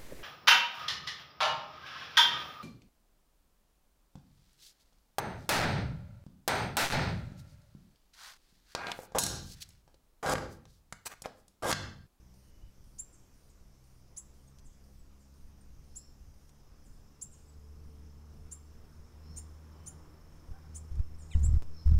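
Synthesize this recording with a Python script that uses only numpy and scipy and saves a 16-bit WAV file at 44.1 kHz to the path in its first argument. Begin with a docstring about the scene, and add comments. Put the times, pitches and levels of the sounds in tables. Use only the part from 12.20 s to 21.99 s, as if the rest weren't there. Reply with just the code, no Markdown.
"""At a garden feeder by a forest, a small bird gives thin rising chips with both sides of its syrinx,
its voice box. Other birds answer from the echoing trees. A distant engine slowly gathers speed,
an insect holds a faint high tone, and a soft buzz comes twice a second. Twigs and beak tick now and then.
Near the end, wings flutter so close to the microphone that their air thumps on it."""
import sys
import numpy as np
from scipy import signal
from scipy.fft import rfft, irfft, next_fast_len
from scipy.io import wavfile
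from scipy.ndimage import uniform_filter1d, map_coordinates

SR = 44100
rng = np.random.default_rng(int(sys.argv[2]) if len(sys.argv) > 2 else 0)


def put_to_file(sound):
    """Save the sound as 16-bit audio at rate SR, in the file named by the first command-line argument."""
    columns = np.atleast_2d(sound).T  # one column per channel
    safe = np.clip(columns, -1, 1)
    whole_steps = np.round(safe * 32767)
    wavfile.write(sys.argv[1], SR, whole_steps.astype(np.int16))


N = 431738
T = np.arange(N) / SR

# Levels are relative: the functions turn them up or down in the mix.
# tone colours of the noises, each (frequency [Hz], level [dB])
FOREST_COLOUR = [(180, -40), (300, -5), (400, -4), (500, -3.5), (700, -7.5), (1900, -15), (3000, -16.5),
                 (4300, -18.5), (5000, -12.5), (5800, -10), (7500, -18.5), (9200, -21), (14300, -20),
                 (15700, -27)]  # leaves and far insects
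RUMBLE_COLOUR = [(10, 4), (25, 3), (50, -0.5), (100, -9.5), (160, -15.5), (230, -20.5), (320, -24),
                 (600, -41), (1500, -72)]  # low background rumble
ROAD_COLOUR = [(60, -26), (150, -3.5), (300, 8), (650, -1), (1150, 0), (1700, -8), (3000, -16), (4500, -20),
               (9000, -26)]  # rush of the road
BUZZ_COLOUR = [(3000, -30), (4600, -4.5), (7000, -16), (8850, -8), (9100, 2.5), (9450, -7.5), (9700, -8),
               (12000, -14.5), (15000, -14.5)]  # soft high buzz
BUZZ_TICK_COLOUR = [(3500, -30), (4700, 1), (6000, -6), (9000, -12), (15000, -13)]  # tick that starts each buzz
SWIRL_COLOUR = [(12, -2), (30, 17), (60, -7), (110, -20), (165, -3), (220, -12.5), (290, -25), (450, -61.5),
                (1000, -79)]  # air swirling off the wings
FEATHER_COLOUR = [(100, -6.5), (350, 1), (700, -10), (1300, -10.5), (2500, -20.5), (6000, -22.5),
                  (15000, -38)]  # rustling feathers
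# how long the forest echoes (frequency [Hz], time to fade by 60 dB [s])
ECHO_TIMES = [(300, 0.51), (3000, 0.15), (7500, 0.66), (14000, 0.52)]

# how fast the engine fires (time [s], rate [Hz])
FIRING_RATE = [(0, 63), (1.3, 64.38), (4, 70.3), (7.5, 77.35), (9.79, 78.08)]
# how strongly its lowest tone carries (time [s], level [dB])
EXHAUST_LEVEL = [(0, -54.5), (.9, -72), (1.5, -61), (2.8, -58), (3.3, -55), (4.8, -67), (5.5, -48),
                 (6.4, -50.5), (6.85, -56), (7.15, -45), (8.25, -61), (8.57, -42.5), (8.7, -47.5),
                 (9.79, -48)]
# resonances of pipe and hillside that shape its overtones (frequency [Hz], level [dB])
PIPE_RESONANCES = [(125, -66), (143, -66), (153, -65), (165, -71), (190, -68), (222, -69), (238, -78),
                   (280, -74), (305, -79), (360, -88), (420, -85), (442, -73), (465, -85)]
# the road's rush as the vehicle nears (time [s], level [dB])
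ROAD_LEVEL = [(0, -77.5), (4, -75.5), (6.6, -68), (7.6, -63.5), (8.1, -66), (9.79, -65)]
# the insect's tone (time [s], level [dB], pitch [Hz])
INSECT_TONE = [(3.6, -102, 5157), (4.4, -82, 5150), (5, -81, 5180), (5.6, -79.5, 5262), (8, -78, 5404),
               (9.79, -73.5, 5230)]

# a far bird's calls and a nearer bird's falling notes, each (time [s], length [s], level [dB])
DISTANT_CALLS = [(3.669, 0.217, -69), (7.002, .2, -68), (9.519, 0.112, -63.5)]
FALLING_NOTES = [(0.925, 0.027, -67), (1.292, 0.018, -73), (2.444, .04, -70), (2.99, 0.047, -79),
                 (4.643, .04, -74), (5.113, 0.039, -66), (8.978, 0.069, -69), (9.102, 0.037, -65.5)]
# the two voices of each of those birds (pitch ratio, level [dB])
DISTANT_VOICES = [(0.99, 2), (.795, -11)]
FALLING_VOICES = [(1, 1), (1.23, -5)]
# far whistles and tiny pips, each (time [s], length [s], base pitch [Hz], level [dB])
WHISTLE_NOTES = [(0.2, .32, 3020, -79), (7.453, .32, 3130, -79)]
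PIP_NOTES = [(2.27, .02, 8600, -71), (2.272, .018, 6740, -70), (2.785, .03, 7900, -76),
             (3.407, .016, 8950, -68), (5.275, .035, 7950, -72)]
# far hoots and a harsh squeak, each (time [s], length [s], start pitch [Hz], end pitch [Hz], level [dB])
HOOT_NOTES = [(8.32, 0.057, 740, 794, -67), (8.428, .052, 796, 763, -71)]
SQUEAK_NOTES = [(9.104, .052, 1477, 915, -62.5)]
# their harmonics, at 1, 2, ... times the pitch (level [dB])
HOOT_HARMONICS = [-4, -8]
SQUEAK_HARMONICS = [-20, 2.5, 3]

# snaps of twigs and beak (time [s], level [dB], knock above that level [dB])
PERCH_TICKS = [(2.386, -59, -10), (2.393, -60, -15), (4.293, -60, -15), (8.755, -64, -5), (9.195, -59, -3),
               (9.423, -62.5, 26.5), (9.430, -63, 21)]
# wings passing by (time [s], length [s], start level [dB], end level [dB])
WING_PASSES = [(8.29, 0.027, -35.5, -30), (8.72, .089, -30, -15.5), (9.155, .225, -17.5, -12),
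               (9.666, 0.16, -14, -10)]
# the feeder bird's chips (time [s], length [s], low voice's top pitch [Hz], its last climb [Hz],
# high voice's top pitch [Hz], low voice's level [dB], high voice's level [dB])
FEEDER_CHIPS = [(0.782, .032, 7530, 152, 9950, -32.5, -51), (1.963, .031, 7800, 1040, 10150, -36, -51),
                (3.752, .034, 7640, 440, 10480, -37.5, -55), (5.011, 0.027, 7720, 350, 10060, -33, -51),
                (6.311, 0.029, 7620, 290, 9750, -37, -51), (7.161, 0.035, 7500, 724, 9120, -39, -48),
                (7.659, 0.035, 7340, 760, 9670, -39.5, -50), (8.544, 0.037, 7770, 1240, 9320, -41, -51),
                (9.223, .047, 7730, 500, 9680, -37, -58)]


def amp(db):
    """Turn decibels into a gain to multiply by."""
    return 10 ** (np.asarray(db) / 20)


def unit(x):
    """Scale x to an average strength (rms) of 1."""
    return x / np.sqrt(np.mean(x ** 2) + 1e-20)


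def along(points, hz):
    """Read a (frequency, value) table at hz, on a log frequency scale."""
    freqs, values = np.transpose(points)
    return np.interp(np.log(hz + 1), np.log(freqs + 1), values)


def curves(rows):
    """Give one value per sample for each column after the time."""
    times, *columns = np.transpose(rows)
    return [np.interp(T, times, column) for column in columns]


def wobble(rate, size=N):
    """A smooth curve through `rate` random points a second."""
    points = rng.standard_normal(int(size * rate / SR) + 4)
    steps = np.linspace(0, len(points) - 1, 8 * len(points))
    return np.interp(np.arange(size) * rate / SR, steps, map_coordinates(points, [steps]))


def filtered(x, response):
    """Multiply each frequency in x by response(hz)."""
    size = next_fast_len(N + SR)
    return irfft(rfft(x, size) * response(np.fft.rfftfreq(size, 1 / SR)), size)[:N]


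def coloured(x, colour):
    """Give x a tone colour."""
    return filtered(x, lambda hz: amp(along(colour, hz)))


def hiss(colour):
    """Even noise with a tone colour."""
    return unit(coloured(rng.standard_normal(N), colour))


def rush(colour, patchy_db):
    """Coloured noise with random louder and softer patches."""
    spectra = signal.stft(rng.standard_normal(N), nperseg=512)[2]
    patches = uniform_filter1d(rng.standard_normal(spectra.shape), size=6, axis=0)
    patches = uniform_filter1d(patches, size=14, axis=1)
    noise = signal.istft(spectra * amp(patchy_db * unit(patches)), nperseg=512)[1][:N]
    return unit(coloured(noise, colour))


def add(track, start, sound):
    """Mix a sound into the track at `start` seconds."""
    part = track[max(round(start * SR), 0):][:len(sound)]
    part += sound[:len(part)]


def phase(hz):
    """The growing angle of a wave that follows a pitch curve."""
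    return 2 * np.pi * np.cumsum(hz) / SR


def swell(progress, crest, steep):
    """A rise and fall in loudness as progress goes from 0 to 1, peaking at crest."""
    angle = np.interp(progress, [0, crest, 1], [0, np.pi / 2, np.pi])
    return unit(np.sin(angle) ** steep)


def notes(rows, voices, hoarse_db, waver):
    """Whistled notes that glide and level out; rows are laid out like HOOT_NOTES."""
    out = np.zeros(N)
    for start, length, start_hz, end_hz, db in rows:
        progress = np.linspace(0, 1, int(length * SR))
        hz = end_hz + (start_hz - end_hz) * (1 - progress) ** 1.6
        angle = phase(hz * (1 + waver * wobble(260, len(hz))))
        gain = amp(db + hoarse_db * wobble(350, len(hz))) * swell(progress, crest=0.62, steep=0.7)
        add(out, start, gain * sum(amp(level) * np.sin(ratio * angle) for ratio, level in voices))
    return out


def tree_echo(x, early_db, early_s, tail_db):
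    """Near branches scatter a quick cluster of echoes; the forest adds a longer tail."""
    hz, t, spectra = signal.stft(rng.standard_normal(SR // 2), SR, nperseg=256)
    fade = amp(-60 * t / along(ECHO_TIMES, hz)[:, None])
    tail = signal.istft(spectra * fade, SR, nperseg=256)[1]
    lag = np.arange(len(tail)) / SR
    early = rng.standard_normal(len(tail)) * amp(-60 * lag / early_s) * (lag > .004)
    echo = amp(early_db) * early / np.linalg.norm(early) + amp(tail_db) * tail / np.linalg.norm(tail)
    return signal.oaconvolve(x, echo)[:N]


def forest_air():
    """Still leaves and far insects make a faint haze over a low rumble."""
    haze = amp(-71) * rush(FOREST_COLOUR, patchy_db=1.5)
    return haze + amp(-56 + 1.5 * wobble(6.5)) * rush(RUMBLE_COLOUR, patchy_db=2.5)


def engine():
    """A far exhaust drones at its firing rate and overtones, over the rumble and rush of the road."""
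    rate_hz, = curves(FIRING_RATE)
    exhaust_db, = curves(EXHAUST_LEVEL)
    road_db, = curves(ROAD_LEVEL)
    # overtones and rumble partly follow the lowest tone's swings, and grow as the vehicle nears
    usual_db = -56
    swing_db = exhaust_db - usual_db
    near_db = 0.49 * (road_db - road_db.mean())
    overtones_db = 1 + near_db + 0.14 * swing_db
    firing = phase(rate_hz * (1 + 0.0025 * wobble(9)))
    drone = amp(exhaust_db) * np.sin(firing)
    for harmonic in range(2, 7):
        db = along(PIPE_RESONANCES, harmonic * rate_hz) + overtones_db + 2.25 * wobble(7)
        drone += amp(db) * np.sin(harmonic * firing + 0.8 * wobble(11))
    rumble = rush([(40, -23.5), (90, -2), (140, -5.5), (220, -9.5), (500, -35), (1500, -78)], patchy_db=3)
    road = amp(road_db + 0.77 * wobble(7.6)) * rush(ROAD_COLOUR, patchy_db=1.43)
    return drone + amp(-68 + near_db + 0.4 * swing_db) * rumble + road


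def insect(pulse_hz=26.6):
    """A thin pulsing tone, partly scattered by the leaves."""
    db, hz = curves(INSECT_TONE)
    pulses = unit(1 + 0.8 * np.sin(phase(pulse_hz * (1 + .008 * wobble(2.8)))))
    scattered = hiss([(4850, -30), (5130, -4.5), (5300, -8.5), (5450, -9), (5750, -40)])
    tone = np.sin(phase(hz * (1 + 0.0056 * wobble(120))))
    return amp(db) * pulses * (amp(0.5) * tone + amp(-5) * scattered)


def buzz(first_s=.14, every_s=.5, length_s=.17, fade_db_per_s=1.15):
    """A soft high buzz switches on twice a second with a tiny tick, and slowly fades."""
    age = (T - first_s) % every_s
    switch = uniform_filter1d(1. * (age < length_s), size=400)
    tick = amp(11 - 60 * age / 0.032) * hiss(BUZZ_TICK_COLOUR)
    return amp(-75.5 - fade_db_per_s * T) * (switch * hiss(BUZZ_COLOUR) + tick)


def far_birds(call_start_hz=5320, call_end_hz=5390):
    """Calls, whistles and hoots from deep in the forest arrive with plenty of echo."""
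    rows = [(start, length, call_start_hz, call_end_hz, db) for start, length, db in DISTANT_CALLS]
    calls = notes(rows, DISTANT_VOICES, hoarse_db=3.5, waver=0.0226)
    rows = [(start, length, hz, hz, db) for start, length, hz, db in WHISTLE_NOTES]
    whistles = notes(rows, [(0.98, 0)], hoarse_db=5, waver=0.01)
    hoots = notes(HOOT_NOTES, list(enumerate(HOOT_HARMONICS, 1)), hoarse_db=4.5, waver=.01)
    direct = amp(-7.5) * calls + amp(-4.5) * whistles + amp(2) * hoots
    echo = tree_echo(calls + whistles + amp(-1) * hoots, early_db=-10.5, early_s=.07, tail_db=-0.5)
    return direct + echo


def nearby_birds(fall_start_hz=8600, fall_end_hz=6500):
    """Birds in the nearby trees give falling notes, pips and one harsh squeak."""
    rows = [(start, length, fall_start_hz, fall_end_hz, db) for start, length, db in FALLING_NOTES]
    falls = notes(rows, FALLING_VOICES, hoarse_db=1.5, waver=0.028)
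    rows = [(start, length, hz, hz, db) for start, length, hz, db in PIP_NOTES]
    pips = notes(rows, [(0.98, 0)], hoarse_db=0, waver=0.01)
    squeak = notes(SQUEAK_NOTES, list(enumerate(SQUEAK_HARMONICS, 1)), hoarse_db=3.5, waver=0.015)
    echo = tree_echo(falls, early_db=-4, early_s=0.055, tail_db=1)
    echo += tree_echo(pips + squeak, early_db=-10, early_s=.1, tail_db=-7)
    return amp(1) * (falls + pips + squeak) + echo


def perch_ticks():
    """Twigs and beak make dry little snaps on the perch; the harder ones knock the wood."""
    snaps, knocks = np.zeros(N), np.zeros(N)
    t = np.arange(SR // 20) / SR
    for start, db, knock_db in PERCH_TICKS:
        add(snaps, start, amp(db + 3 - 60 * t / 0.023) * rng.standard_normal(len(t)))
        add(knocks, start, amp(db + knock_db - 60 * t / 0.016))
    return knocks + coloured(snaps, [(200, -1), (1500, -6.5), (7000, 6), (14000, -15)])


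def wings(strokes_per_s=74.5, puff_s=0.0151, upstroke_db=-5.5, flicks_per_s=360):
    """Each stroke, up or down, sucks a puff of air off the microphone; air swirls and feathers rustle."""
    puffs = np.zeros(N)
    puff = np.hanning(int(puff_s * SR)) ** 1.51
    for start, length, start_db, end_db in WING_PASSES:
        times = np.arange(0, length, 1 / strokes_per_s)
        for stroke, when in enumerate(times):
            late, gust = rng.standard_normal(2)
            nearing_db = start_db + (end_db - start_db) * when / length
            db = nearing_db + 2.8 * gust + upstroke_db * (stroke % 2)
            add(puffs, start + when + 0.001 * late - puff_s / 2, -amp(db) * puff)
    airflow = np.abs(uniform_filter1d(puffs, size=600))
    swirls = amp(-10) * airflow * hiss(SWIRL_COLOUR)
    rustle = amp(-50 + 4.2 * wobble(150)) * hiss(FEATHER_COLOUR)
    # feather edges flick past each other, and each flick dies away quickly
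    flicks = (rng.random(N) < flicks_per_s / SR) * rng.standard_normal(N)
    flicks = signal.lfilter([1], [1, -np.exp(-1 / (0.00033 * SR))], flicks)
    crackle = amp(-48.5) * flicks * hiss([(500, 7), (3000, -7), (15000, -6)])
    leak_hz, damping = 3.5, 1.1  # the pressure leaks back slowly and overshoots
    thumps = filtered(puffs, lambda hz: -hz ** 2 / (leak_hz ** 2 - hz ** 2 + 1j * damping * leak_hz * hz))
    return thumps + swirls + np.sqrt(airflow) * (rustle + crackle)


def syrinx_side(t, top_hz, climb_hz, leap_hz, waver, leap_s=0.004):
    """The phase of one voice: its pitch leaps up, then climbs gently with a slight quiver."""
    climb = np.interp(t / t[-1], [.35, .75], [top_hz - climb_hz, top_hz])
    hz = climb - leap_hz * np.exp(-t / leap_s)
    return phase(hz * (1 + waver * wobble(900, len(t))))


def feeder_bird():
    """Both sides of the voice box sing a rising chip; acting on each other, they add a weak extra tone."""
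    chips = np.zeros(N)
    for start, length, low_hz, climb_hz, high_hz, low_db, high_db in FEEDER_CHIPS:
        t = np.arange(int(length * SR)) / SR
        low = syrinx_side(t, low_hz, climb_hz, leap_hz=5305, waver=.011)
        high = syrinx_side(t, high_hz, climb_hz=152, leap_hz=4000, waver=.014)
        low_gain = amp(low_db - 7.5) * swell(t / length, crest=0.62, steep=2.03)
        high_gain = amp(high_db) * swell(t / length, crest=0.59, steep=0.54)
        overtone = amp(-30) * np.sin(2 * low)
        extra_tone = amp(-32) * np.sin(2 * high - low)
        rasp = amp(-16) * rng.standard_normal(len(t))
        add(chips, start, low_gain * (np.sin(low) + overtone + extra_tone))
        add(chips, start, high_gain * (np.sin(high) + rasp))
    return amp(0.5) * chips + tree_echo(chips, early_db=-3.5, early_s=0.1, tail_db=-19)


def scene():
    """Mix the birds and the steady background into one channel."""
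    birds = feeder_bird() + nearby_birds() + far_birds() + perch_ticks() + wings()
    return (birds + engine() + insect() + buzz() + forest_air())[None]


def record(dry, top_hz=15750):
    """Cut off the treble above top_hz."""
    padded = np.pad(dry[0], (0, SR // 10), mode="edge")
    return filtered(padded, lambda hz: hz < top_hz)[None]


dry = scene()
out = record(dry)
put_to_file(out)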